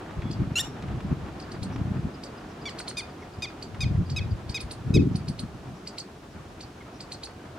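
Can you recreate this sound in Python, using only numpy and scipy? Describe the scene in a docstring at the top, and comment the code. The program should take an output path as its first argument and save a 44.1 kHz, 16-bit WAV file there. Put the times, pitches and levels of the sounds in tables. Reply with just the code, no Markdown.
"""A meadow: a lapwing gives one harsh 'kek', then a run of soft falling pips, each the harmonics
of one membrane coloured by its throat. A small bird to the right answers with thin arching chips,
whistles swept through a throat resonance. Far birds peep and trill, and dry grass ticks.
Gusts buffet the microphone over a distant traffic rumble; plants and trees return a faint echo."""
import sys
import numpy as np
from scipy import signal
from scipy.fft import rfft, irfft
from scipy.io import wavfile
from scipy.ndimage import uniform_filter1d

SR = 44100
rng = np.random.default_rng(int(sys.argv[2]) if len(sys.argv) > 2 else 0)


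def file_out(sig):
    """Save sig as 16-bit WAV at sys.argv[1]."""
    # one column per channel
    cols = np.atleast_2d(sig).T
    # limit, then scale
    lim = np.clip(cols, -1, 1)
    pcm = np.round(lim * 32767).astype(np.int16)
    wavfile.write(sys.argv[1], SR, pcm)


N = 334278
T = np.arange(N) / SR
FREQS = np.maximum(np.fft.rfftfreq(N, 1 / SR), 1)
TOP_HZ = 15800


def undb(db):
    """Decibels to gain."""
    return 10 ** (np.asarray(db) / 20)


def colour(hz, points):
    """Spectrum interpolated over log frequency."""
    at, value = np.transpose(points)
    return np.interp(np.log(hz), np.log(at), value)


def white(t):
    """White noise, one sample per time in t."""
    return rng.standard_normal(len(t))


def noise(gain):
    """Unit-rms noise with the given gain per frequency."""
    y = irfft(rfft(white(T)) * gain, N)
    return y / y.std()


def drift(rate_hz):
    """Smooth random drift, unit rms."""
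    return noise(1 / (1 + (FREQS / rate_hz) ** 4))


def band(x, low_hz, high_hz, order=2):
    """Butterworth band-pass."""
    return signal.sosfilt(signal.butter(order, [low_hz, high_hz], "band", fs=SR, output="sos"), x)


def resonate(x, hz, width_hz):
    """One resonance, unity gain at centre."""
    return signal.lfilter(*signal.iirpeak(hz, hz / width_hz, fs=SR), x)


def step(t, at_s, width_s):
    """Smooth 0-to-1 step."""
    return (1 + np.tanh((t - at_s) / width_s / 2)) / 2


def bump(t, at_s, width_s):
    """Gaussian pulse, peak 1."""
    return np.exp(-((t - at_s) / width_s) ** 2)


def span(start_s, end_s):
    """Sample times of an interval."""
    return np.arange(int(start_s * SR), int(end_s * SR)) / SR


def add(track, start_s, sound):
    """Mix a sound into a track."""
    i = int(start_s * SR)
    track[i:i + len(sound)] += sound[:N - i]


# Traffic and grass loudness: t/s, level/dB
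FIELD_LEVEL = [(0.0, -46), (0.78, -45.5), (2.85, -47.5), (3.29, -48.5), (4.85, -49), (6.33, -51.5),
               (7.58, -49.5)]
# Their spectrum: f/Hz, density/dB
FIELD_SPECTRUM = [(15, -45), (25, -7), (45, -1), (86, -1), (144, -3.5), (274, -6.5), (349, -6.5),
                  (537, -14), (684, -12.5), (848, -15.5), (1340, -18), (1900, -24), (2120, -26.5),
                  (2420, -26), (5430, -34), (15500, -48.5)]
# Their left-right likeness: f/Hz, correlation
FIELD_CORRELATION = [(100, 1), (290, 0.98), (640, 0.66), (1410, 0.41), (3100, 0.38), (6800, 0.32),
                     (15000, -0.63)]

def field(hiss_from_hz=3400, hiss_db=-48.5, drone_hz=742, drone_width_hz=23):
    """Distant traffic and grass: centred bass, wide steady hiss, a faint far drone."""
    db = np.interp(T, *np.transpose(FIELD_LEVEL))
    gain = undb(colour(FREQS, FIELD_SPECTRUM)) / np.sqrt(1 + (110 / FREQS) ** 2)
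    correlation = colour(FREQS, FIELD_CORRELATION)
    mid = irfft(rfft(white(T)) * gain * np.sqrt(1 + correlation), N)
    side = irfft(rfft(white(T)) * gain * np.sqrt(1 - correlation), N)
    air = np.array([mid + side, mid - side]) / band(mid, 451, 2460).std()
    air += 0.17 * drift(rate_hz=17) * band(air, 490, 2500, order=1)  # rustle
    drone = undb(-15.5) * noise(1 / (1 + (2 * (FREQS - drone_hz) / drone_width_hz) ** 2))
    hiss = irfft(rfft(air) / (1 + (hiss_from_hz / FREQS) ** 4), N)
    return (air - hiss + drone) * undb(db + 0.42) + hiss * undb(hiss_db)


# Stalk snaps: t/s, level/dB, f/Hz
STALK_SNAPS = [(0.109, -41.5, 1390), (0.22, -41, 1770), (0.824, -45, 2690), (0.883, -47, 1900),
               (1.005, -42.5, 2080), (1.263, -51.5, 2100), (1.76, -40, 1800), (2.801, -35.5, 1650),
               (2.911, -39.5, 1740), (3.502, -44, 1390), (3.746, -44, 1700), (7.272, -45, 1500)]

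def grass_ticks(snap_decay_s=0.005, cracks_per_s=16, crack_decay_s=0.0093):
    """Dry stalks snap in dull bursts; a faint random crackle follows the field's level."""
    out, t = np.zeros(N), span(0, 0.04)
    for start_s, db, hz in STALK_SNAPS:
        snap = band(white(t) * np.exp(-t / snap_decay_s), hz / 2.2, hz * 1.5)
        add(out, start_s, undb(db) * snap / snap[t < 0.003].std())
    onsets = rng.random(N) < cracks_per_s / SR
    cracks = onsets * undb(np.minimum(7 * rng.exponential(size=N), 7))
    envelope = signal.lfilter([1], [1, -np.exp(-1 / (crack_decay_s * SR))], cracks)
    field_db = np.interp(T, *np.transpose(FIELD_LEVEL))
    crackle_db = field_db + 1.5 + 1.6 * (field_db + 49)
    return out + undb(crackle_db) * band(envelope * white(T), 820, 2000)


# Gusts: t/s, hold/s, level/dB, decay/(dB/s), upper-to-lower rumble tilt/dB
GUSTS = [(0.242, 0.19, -31.5, 32, -1), (0.908, 0.079, -28, 33, -2.5), (1.63, 0.37, -27.5, 157, 3.5),
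         (3.83, 0.18, -24.5, 109, -8), (4.107, 0.15, -24, 90, -8.5), (4.484, 0.19, -38.5, 50, -9),
         (4.955, 0.056, -20, 48, 4), (5.432, 0.025, -32.5, 129, 4), (5.67, 0.033, -34.5, 164, 5),
         (6.367, 0.029, -40, 72, -6), (7.02, .02, -50, 55, -6)]
# Eddies at the microphone: t/s, level/dB, f/Hz
EDDIES = [(0.193, -20.5, 83.5), (0.256, -19, 146), (0.304, -20.5, 166), (.421, -13.5, 146),
          (0.519, -20, 134), (1.053, -19.5, 140), (1.119, -12, 136), (1.659, -26, 135), (1.816, -14, 147),
          (1.918, -17, 136), (1.995, -18.5, 134), (2.054, -17, 130), (3.389, -27, 101), (3.868, -14.5, 101),
          (3.907, -16.5, 98), (3.954, -14.5, 96), (3.992, -15.5, 88), (4.014, -13.5, 111),
          (4.332, -21.5, 79.5), (4.501, -21.5, 106), (4.645, -26.5, 80), (4.907, -10.5, 135),
          (4.951, -9.5, 125), (4.97, -13.5, 320), (4.978, -7.5, 130), (5.025, -10.5, 117),
          (5.058, -14, 140), (5.074, -11, 150), (5.153, -15.5, 156), (5.301, -17.5, 160),
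          (6.652, -34.5, 88.4)]

def airflow(calm_db=-69, build_db_per_s=137, swirl_db=-10.5, swirl_s=0.019):
    """Gusts and the swirls around eddies add in power: total level and mean tilt, in dB."""
    parts = [(undb(calm_db) ** 2, 0)]
    for at_s, hold_s, db, decay_db_per_s, tilt_db in GUSTS:
        before_db = build_db_per_s * np.maximum(at_s - T, 0)
        after_db = decay_db_per_s * np.maximum(T - at_s - hold_s, 0)
        parts.append((undb(db - before_db - after_db) ** 2, tilt_db))
    for at_s, db, hz in EDDIES:
        power = undb(db + swirl_db) ** 2 * bump(T, at_s, swirl_s)
        parts.append((power, 21 * np.log2(min(hz, 166) / 116.3)))
    total = sum(power for power, _ in parts)
    return 10 * np.log10(total), sum(power * tilt_db for power, tilt_db in parts) / total


def eddy_thumps():
    """Each passing eddy is one pressure peak between two dips."""
    out, t = np.zeros(N), span(-0.02, 0.02)
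    for at_s, db, hz in EDDIES:
        u = (np.pi * hz * t) ** 2
        add(out, at_s + t[0], undb(db) * (1 - 2 * u) * np.exp(-u))
    return out


# Wind rumble spectrum: f/Hz, density/dB
GUST_SPECTRUM = [(15, -50), (25, -22), (59, -3), (125, 1.5), (195, -3), (270, -10.5), (328, -13.5),
                 (369, -15), (420, -34), (550, -57), (920, -120)]

def wind(split_hz=120, puff_db=3, puff_hz=22.9):
    """Turbulence on the microphone: stronger gusts shed smaller eddies and reach higher in pitch."""
    db, tilt_db = airflow()
    gain = undb(colour(FREQS, GUST_SPECTRUM))
    gain /= np.sqrt((1 + (FREQS / 380) ** 8) * (1 + (34 / FREQS) ** 4))
    lowpass = 1 / np.sqrt(1 + (FREQS / split_hz) ** 6)
    lower = undb(-tilt_db / 2) * noise(gain * lowpass)
    upper = undb(tilt_db / 2 - 0.5) * noise(gain * np.sqrt(1 - lowpass ** 2))
    rumble = (lower + upper) * undb(2 * drift(rate_hz=40))
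    rumble /= np.sqrt(uniform_filter1d(rumble ** 2, int(0.049 * SR)))  # unit short-term rms
    # small eddies meet each port separately
    side = undb(-12) * noise(gain * np.minimum(FREQS / split_hz, 1.2))
    fine = np.array([noise(1 / (1 + ((FREQS - 325) / 100) ** 4)) for _ in range(2)])
    fine *= undb(-14 + 1.9 * (db + 20.5) + tilt_db)
    envelope = undb(db - 5 + puff_db * drift(puff_hz))
    buffet = envelope * (rumble + np.array([side, -side]) + fine)
    return (buffet + eddy_thumps()) * undb([[0.5], [-0.5]])


def far_note(start_s, hz, db, length_s, depth, warble_hz=80):
    """A thin note swells and fades, its pitch warbling unevenly."""
    out, t = np.zeros(N), span(0, length_s)
    flutter = band(white(t), 100, 500)
    warble = np.sin(2 * np.pi * warble_hz * t) + flutter / flutter.std()
    phase = 2 * np.pi * np.cumsum(hz * (1 + depth * warble)) / SR
    add(out, start_s, undb(db) * np.sin(np.pi * t / length_s) * np.sin(phase))
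    return out


# One far bird's peeps: t/s, f/Hz, level/dB
FAR_PEEPS = [(2.138, 4930, -49.5), (2.371, 5000, -55), (2.61, 4850, -51), (3.094, 4790, -56),
             (3.33, 4750, -55), (4.057, 4800, -52), (4.305, 4770, -48)]
# Another's trills: t/s, level/dB
FAR_TRILLS = [(1.71, -56), (2.482, -60), (3.2, -62), (5.11, -63), (5.74, -62), (6.288, -64), (6.933, -59)]

def far_birds(trill_hz=5500):
    """Short peeps, quick trills and one long whistle."""
    peeps = sum(far_note(at_s, hz, db, length_s=0.02, depth=0.025) for at_s, hz, db in FAR_PEEPS)
    trills = sum(far_note(at_s, trill_hz, db, length_s=0.057, depth=0.045) for at_s, db in FAR_TRILLS)
    whistle = far_note(start_s=0.195, hz=3390, db=-55, length_s=0.175, depth=0.0063)
    return peeps + trills + whistle


def chip_whistle(t, throat_hz, ceiling_hz, stretch, arch_db, slide_db):
    """A raspy whistle whips up near t = 0, crests and slides down, pulled towards the resonance."""
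    start_hz, end_hz = 1946, 3660
    whip_at_s, whip_s, crest_s, slide_s = 0.000805, 0.001613, 0.0071, 0.0135 * stretch
    whip = step(t, whip_at_s, whip_s)
    slide = np.maximum(t - crest_s, 0) / slide_s
    arch_hz = end_hz + (ceiling_hz - end_hz) * np.exp(-slide ** 1.7)
    hz = start_hz + (arch_hz - start_hz) * whip
    hz -= 0.55 * (hz - throat_hz) * np.exp(-((hz - throat_hz) / 1100) ** 2)
    gate = step(t, -0.0054, 0.0013) * (1 - step(t, 0.026 * stretch, 0.0028))
    accent_db = 2 * bump(t, 0, 0.0014)
    db = -6.5 + accent_db + arch_db * step(t, 2 * whip_s, whip_s / 2) + slide_db * np.minimum(slide, 1)
    flutter = band(white(t), 300, 1100)
    jitter = 0.024 + 0.05 * (1 - whip)  # rougher while the voice catches
    phase = 2 * np.pi * np.cumsum(hz * (1 + jitter * flutter / flutter.std())) / SR
    octave = undb(-5.5) * (1 - step(t, whip_at_s, whip_s / 4)) * np.sin(2 * phase)
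    hiss = undb(-21) * white(t)
    return gate * undb(db) * (np.sin(phase) + octave + hiss)


# Small bird's chips: t/s, throat f/Hz, ceiling f/Hz, level/dB, time stretch, arch/dB, slide change/dB
CHIPS = [(0.3134, 4670, 7770, -38, 0.94, -2.5, 2), (1.4015, 4680, 8400, -39, 1.1, -9.5, 6),
         (1.5202, 4580, 8400, -37.5, 1.3, -7, -8), (1.6313, 4400, 8870, -33, 1.1, 0.5, -15),
         (2.2385, 4700, 8230, -35.5, 1.36, -2, -9), (2.694, 4600, 8050, -36.5, 1, 1, -13),
         (2.79, 4350, 8940, -31, 1, 1.5, -5), (2.8817, 4220, 9070, -29.5, 0.97, 1.5, -3),
         (2.98, 4400, 9250, -31, 0.87, 4, -4), (3.6272, 4660, 7920, -34.5, 1.6, -3, -17),
         (4.1014, 4650, 7670, -35, 0.88, -5.5, 3), (4.4975, 4720, 8740, -34, 1.2, -8, 1),
         (4.607, 4400, 9200, -32, 1.1, -0.5, -14), (4.713, 4300, 9120, -33, 1, 2.5, -12),
         (5.1588, 4730, 9350, -33, 1.7, -5, -16), (5.2857, 4620, 9030, -33, 1.3, -2, -17),
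         (5.3945, 4350, 8940, -31.5, 1.3, 0, -21), (5.875, 4700, 8120, -32, 1.4, -2.5, -15),
         (5.9843, 4450, 8520, -29.5, 0.85, -1, 2.5), (6.61, 4560, 8000, -35, 1.12, -7.5, 1),
         (7.008, 4530, 8120, -35, 1.2, -2.5, -11), (7.122, 4340, 8640, -31, 1.05, -3, -4),
         (7.2373, 4340, 9120, -32, 0.93, -3, 3)]

def small_bird_chips(mirror_s=0.0076, mirror_db=-14):
    """Each whistle flares in the throat's resonances; a clump of plants mirrors the ring."""
    out, t = np.zeros(N), span(-0.015, 0.06)
    for at_s, throat_hz, ceiling_hz, db, stretch, arch_db, slide_db in CHIPS:
        whistle = chip_whistle(t, throat_hz, ceiling_hz, stretch, arch_db, slide_db)
        ring = resonate(whistle, throat_hz, width_hz=540)
        ring += undb(-3) * resonate(whistle, hz=9360, width_hz=770)
        breath = undb(-19.5) * bump(t, 0, 0.02) * band(white(t), 1780, 4430, order=1)
        husk = band(white(t), throat_hz - 420, throat_hz + 420)
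        husk *= undb(-13) / husk.std() * step(t, -0.0028, 0.00065) * np.exp(-np.maximum(t, 0) / 0.0056)
        snap = undb(-22 + arch_db) * bump(t, 0.0016, 0.0036) * white(t)
        add(out, at_s + t[0], undb(db) * (ring + undb(-10) * whistle + breath + husk + snap))
        add(out, at_s + t[0] + mirror_s, undb(db + mirror_db) * ring)
    return band(out, 1660, 13500, order=3)


def syrinx(hz, rough, throat_db, jitter, shimmer, flutter_hz):
    """Harmonics of one membrane; roughness makes pitch and strength flutter."""
    flutter = band(rng.standard_normal((2, len(hz))), flutter_hz / 4, flutter_hz)
    flutter /= flutter.std()
    phase = 2 * np.pi * np.cumsum(hz * (1 + jitter * rough * flutter[0])) / SR
    # paths through the grass shift each harmonic's phase and make its level waver
    shift = rng.uniform(0, 2 * np.pi, size=13)
    waver = band(rng.standard_normal((13, len(hz))), 19, 110)
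    waver_db = 1.6 * waver / waver.std()
    tone = sum(undb(throat_db(k * hz) + waver_db[k]) * (k * hz < TOP_HZ) * np.sin(k * phase + shift[k])
               for k in range(1, 13))
    return tone * (1 + shimmer * rough * flutter[1])


# Lapwing's throat at the start of the kek: f/Hz, gain/dB
THROAT_TIGHT = [(1400, -21.5), (2700, -2), (3500, -0.5), (4050, -8), (4450, -28), (5500, -15.5),
                (6900, -9.5), (8300, -25), (9800, -30), (13500, -31), (15500, -40)]
# With the beak open: f/Hz, gain/dB
THROAT_OPEN = [(1850, -13), (3700, -4.5), (5600, -5), (7450, -5.5), (9300, -16), (11200, -15.5),
               (13000, -17), (15000, -25)]

def lapwing_kek():
    """A tight voice climbs into a rasp, cracks upward and ends bright and clear as the beak opens."""
    start_s, rasp_s, jump_s, open_s, end_s = 0.5548, 0.578, 0.5937, 0.6, 0.614
    attack_s, climb_s, switch_s, release_s = 0.0027, 0.00344, 0.0013, 0.0016
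    tight_hz, rasp_hz, jump_hz, open_hz = 1357, 1462, 1770, 1880
    droop_hz_per_s, sag_hz_per_s, swell_db_per_s, burst_hz = 3200, 30000, 130, 141
    out, t = np.zeros(N), span(start_s, end_s + 4 * release_s)
    rasping, jumped, opened = (step(t, at_s, switch_s / 2) for at_s in (rasp_s, jump_s, open_s))
    dying_s = np.maximum(t - end_s, 0)
    hz = tight_hz + step(t, rasp_s - climb_s, climb_s) * (rasp_hz - tight_hz)
    hz += jumped * (jump_hz - rasp_hz) + opened * (open_hz - jump_hz)
    hz -= droop_hz_per_s * np.maximum(t - open_s, 0) + sag_hz_per_s * dying_s
    db = -20.5 - rasping - 3 * opened - swell_db_per_s * np.maximum(rasp_s - t, 0)
    envelope = np.minimum((t - t[0]) / attack_s, 1) * np.exp(-dying_s / release_s)
    rough = 0.16 + 0.25 * (rasping - opened) + 0.15 * bump(t, jump_s, 0.002)
    throat_db = lambda f: (1 - opened) * colour(f, THROAT_TIGHT) + opened * colour(f, THROAT_OPEN)
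    voice = syrinx(hz, rough, throat_db, jitter=0.085, shimmer=0.4, flutter_hz=1100)
    bursts = (1 + np.cos(2 * np.pi * burst_hz * (t - rasp_s - switch_s))) / 2
    rasp = undb(11) * rough ** 2 * bursts * band(white(t), 4000, 8800)
    add(out, t[0], undb(db) * envelope * (voice + rasp))
    return out


# Lapwing's throat in the pips: f/Hz, gain/dB
THROAT_SOFT = [(1250, -23), (1900, -9), (2450, 3.5), (3700, 0), (4950, -0.5), (6200, -9), (7400, -15.5),
               (8700, -24.5), (10000, -24), (12000, -36.5), (15000, -53)]
# Pips, the two faint ones far off: t/s, top f/Hz, level/dB, length/s, treble tilt/(dB/octave)
PIPS = [(2.654, 1154, -36.5, 0.045, -2.5), (2.969, 1230, -38, 0.045, 4.5), (3.421, 1235, -36.5, 0.042, 3.5),
        (3.805, 1242, -36, .045, 4), (4.162, 1278, -34.5, 0.038, 1.5), (4.543, 1262, -35, 0.043, 3),
        (4.9396, 1276, -35, .042, 4), (3.22, 1100, -45.5, 0.021, -50), (6.805, 1090, -45.5, 0.025, -52)]

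def lapwing_pips(attack_s=0.0011, release_s=0.005, scoop=0.06, hold=0.315, fall=0.234, fall_db=-8.5):
    """Each pip clicks, holds its pitch, then falls and dulls as the pressure runs out."""
    out = np.zeros(N)
    for start_s, top_hz, db, length_s, tilt_db in PIPS:
        t = span(0, length_s)
        attack = 1 - np.exp(-t / attack_s)
        spent = np.maximum((t / length_s - hold) / (1 - hold), 0) ** 1.93
        bend = 1 - scoop * (1 - attack) - fall * spent
        rough = 0.27 + 1.7 * np.exp(-t / 0.0026)  # opening click
        slope_db = tilt_db - 20 * (1 - bend)
        # the throat's resonances follow the pitch
        throat_db = lambda f: colour(f / bend, THROAT_SOFT) + slope_db * np.log2(np.maximum(f / 2500, 1))
        voice = syrinx(top_hz * bend, rough, throat_db, jitter=0.02, shimmer=0.26, flutter_hz=1290)
        breath = undb(tilt_db - 20) * rough * band(white(t), 3000, 13000, order=1)
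        release = np.minimum((length_s - t) / release_s, 1)
        add(out, start_s, undb(db + fall_db * spent) * attack * release * (voice + breath))
    return out


def place(x, left_lag_s, left_db):
    """A source to the right reaches the left port later and weaker."""
    left = irfft(rfft(x) * np.exp(-2j * np.pi * FREQS * left_lag_s), N)
    return np.array([left * undb(left_db / 2), x * undb(-left_db / 2)])


def scatter(x, db, delay_s, rise_s, decay_s, top_hz):
    """Many small reflections from plants, different at each port."""
    t = span(0, 0.36)
    age_s = np.maximum(t - delay_s, 0)
    response = band(rng.standard_normal((2, len(t))), 1000, top_hz, order=1)
    response *= (1 - np.exp(-age_s / rise_s)) * np.exp(-age_s / decay_s)
    response /= np.sqrt(np.sum(response ** 2, axis=1, keepdims=True))
    return undb(db) * signal.fftconvolve(x[None], response, axes=1)[:, :N]


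def scene():
    """Lapwing ahead, small bird in the plants to the right; echoes from field and distant trees."""
    kek, pips, chips, far = lapwing_kek(), lapwing_pips(), small_bird_chips(), far_birds()
    direct = place(kek + pips, left_lag_s=0, left_db=0.2)
    direct += undb(5.5) * place(chips, left_lag_s=4.8e-5, left_db=-1.2)
    direct += place(far + grass_ticks(), left_lag_s=2e-5, left_db=-0.51)
    plants = scatter(chips, db=-3, delay_s=0.00015, rise_s=0.00051, decay_s=0.016, top_hz=12400)
    plants += scatter(kek + pips, db=-17.5, delay_s=0.00099, rise_s=0.002, decay_s=0.009, top_hz=13000)
    kek_treble, kek_ring = band(kek, 3200, 15000, order=1), band(kek, 5200, 6050)
    echo = scatter(pips + chips, db=-20, delay_s=0.028, rise_s=0.0056, decay_s=0.027, top_hz=4700)
    echo += scatter(kek_treble, db=-15, delay_s=0.029, rise_s=0.014, decay_s=0.02, top_hz=15000)
    echo += undb(-11.5) * np.interp(T - 0.046, T, band(pips, 2440, 2660))  # lowest strong partial
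    trees = scatter(kek_ring, db=-19, delay_s=0.032, rise_s=0.015, decay_s=0.043, top_hz=11000)
    plants += scatter(far, db=-9, delay_s=0.0014, rise_s=0.0018, decay_s=0.0092, top_hz=9000)
    return direct + plants + echo + trees + wind() + field()


def record(dry):
    """Steep low-pass at TOP_HZ."""
    return signal.sosfilt(signal.ellip(10, 0.1, 80, TOP_HZ, fs=SR, output="sos"), dry)


dry = scene()
out = record(dry)
file_out(out)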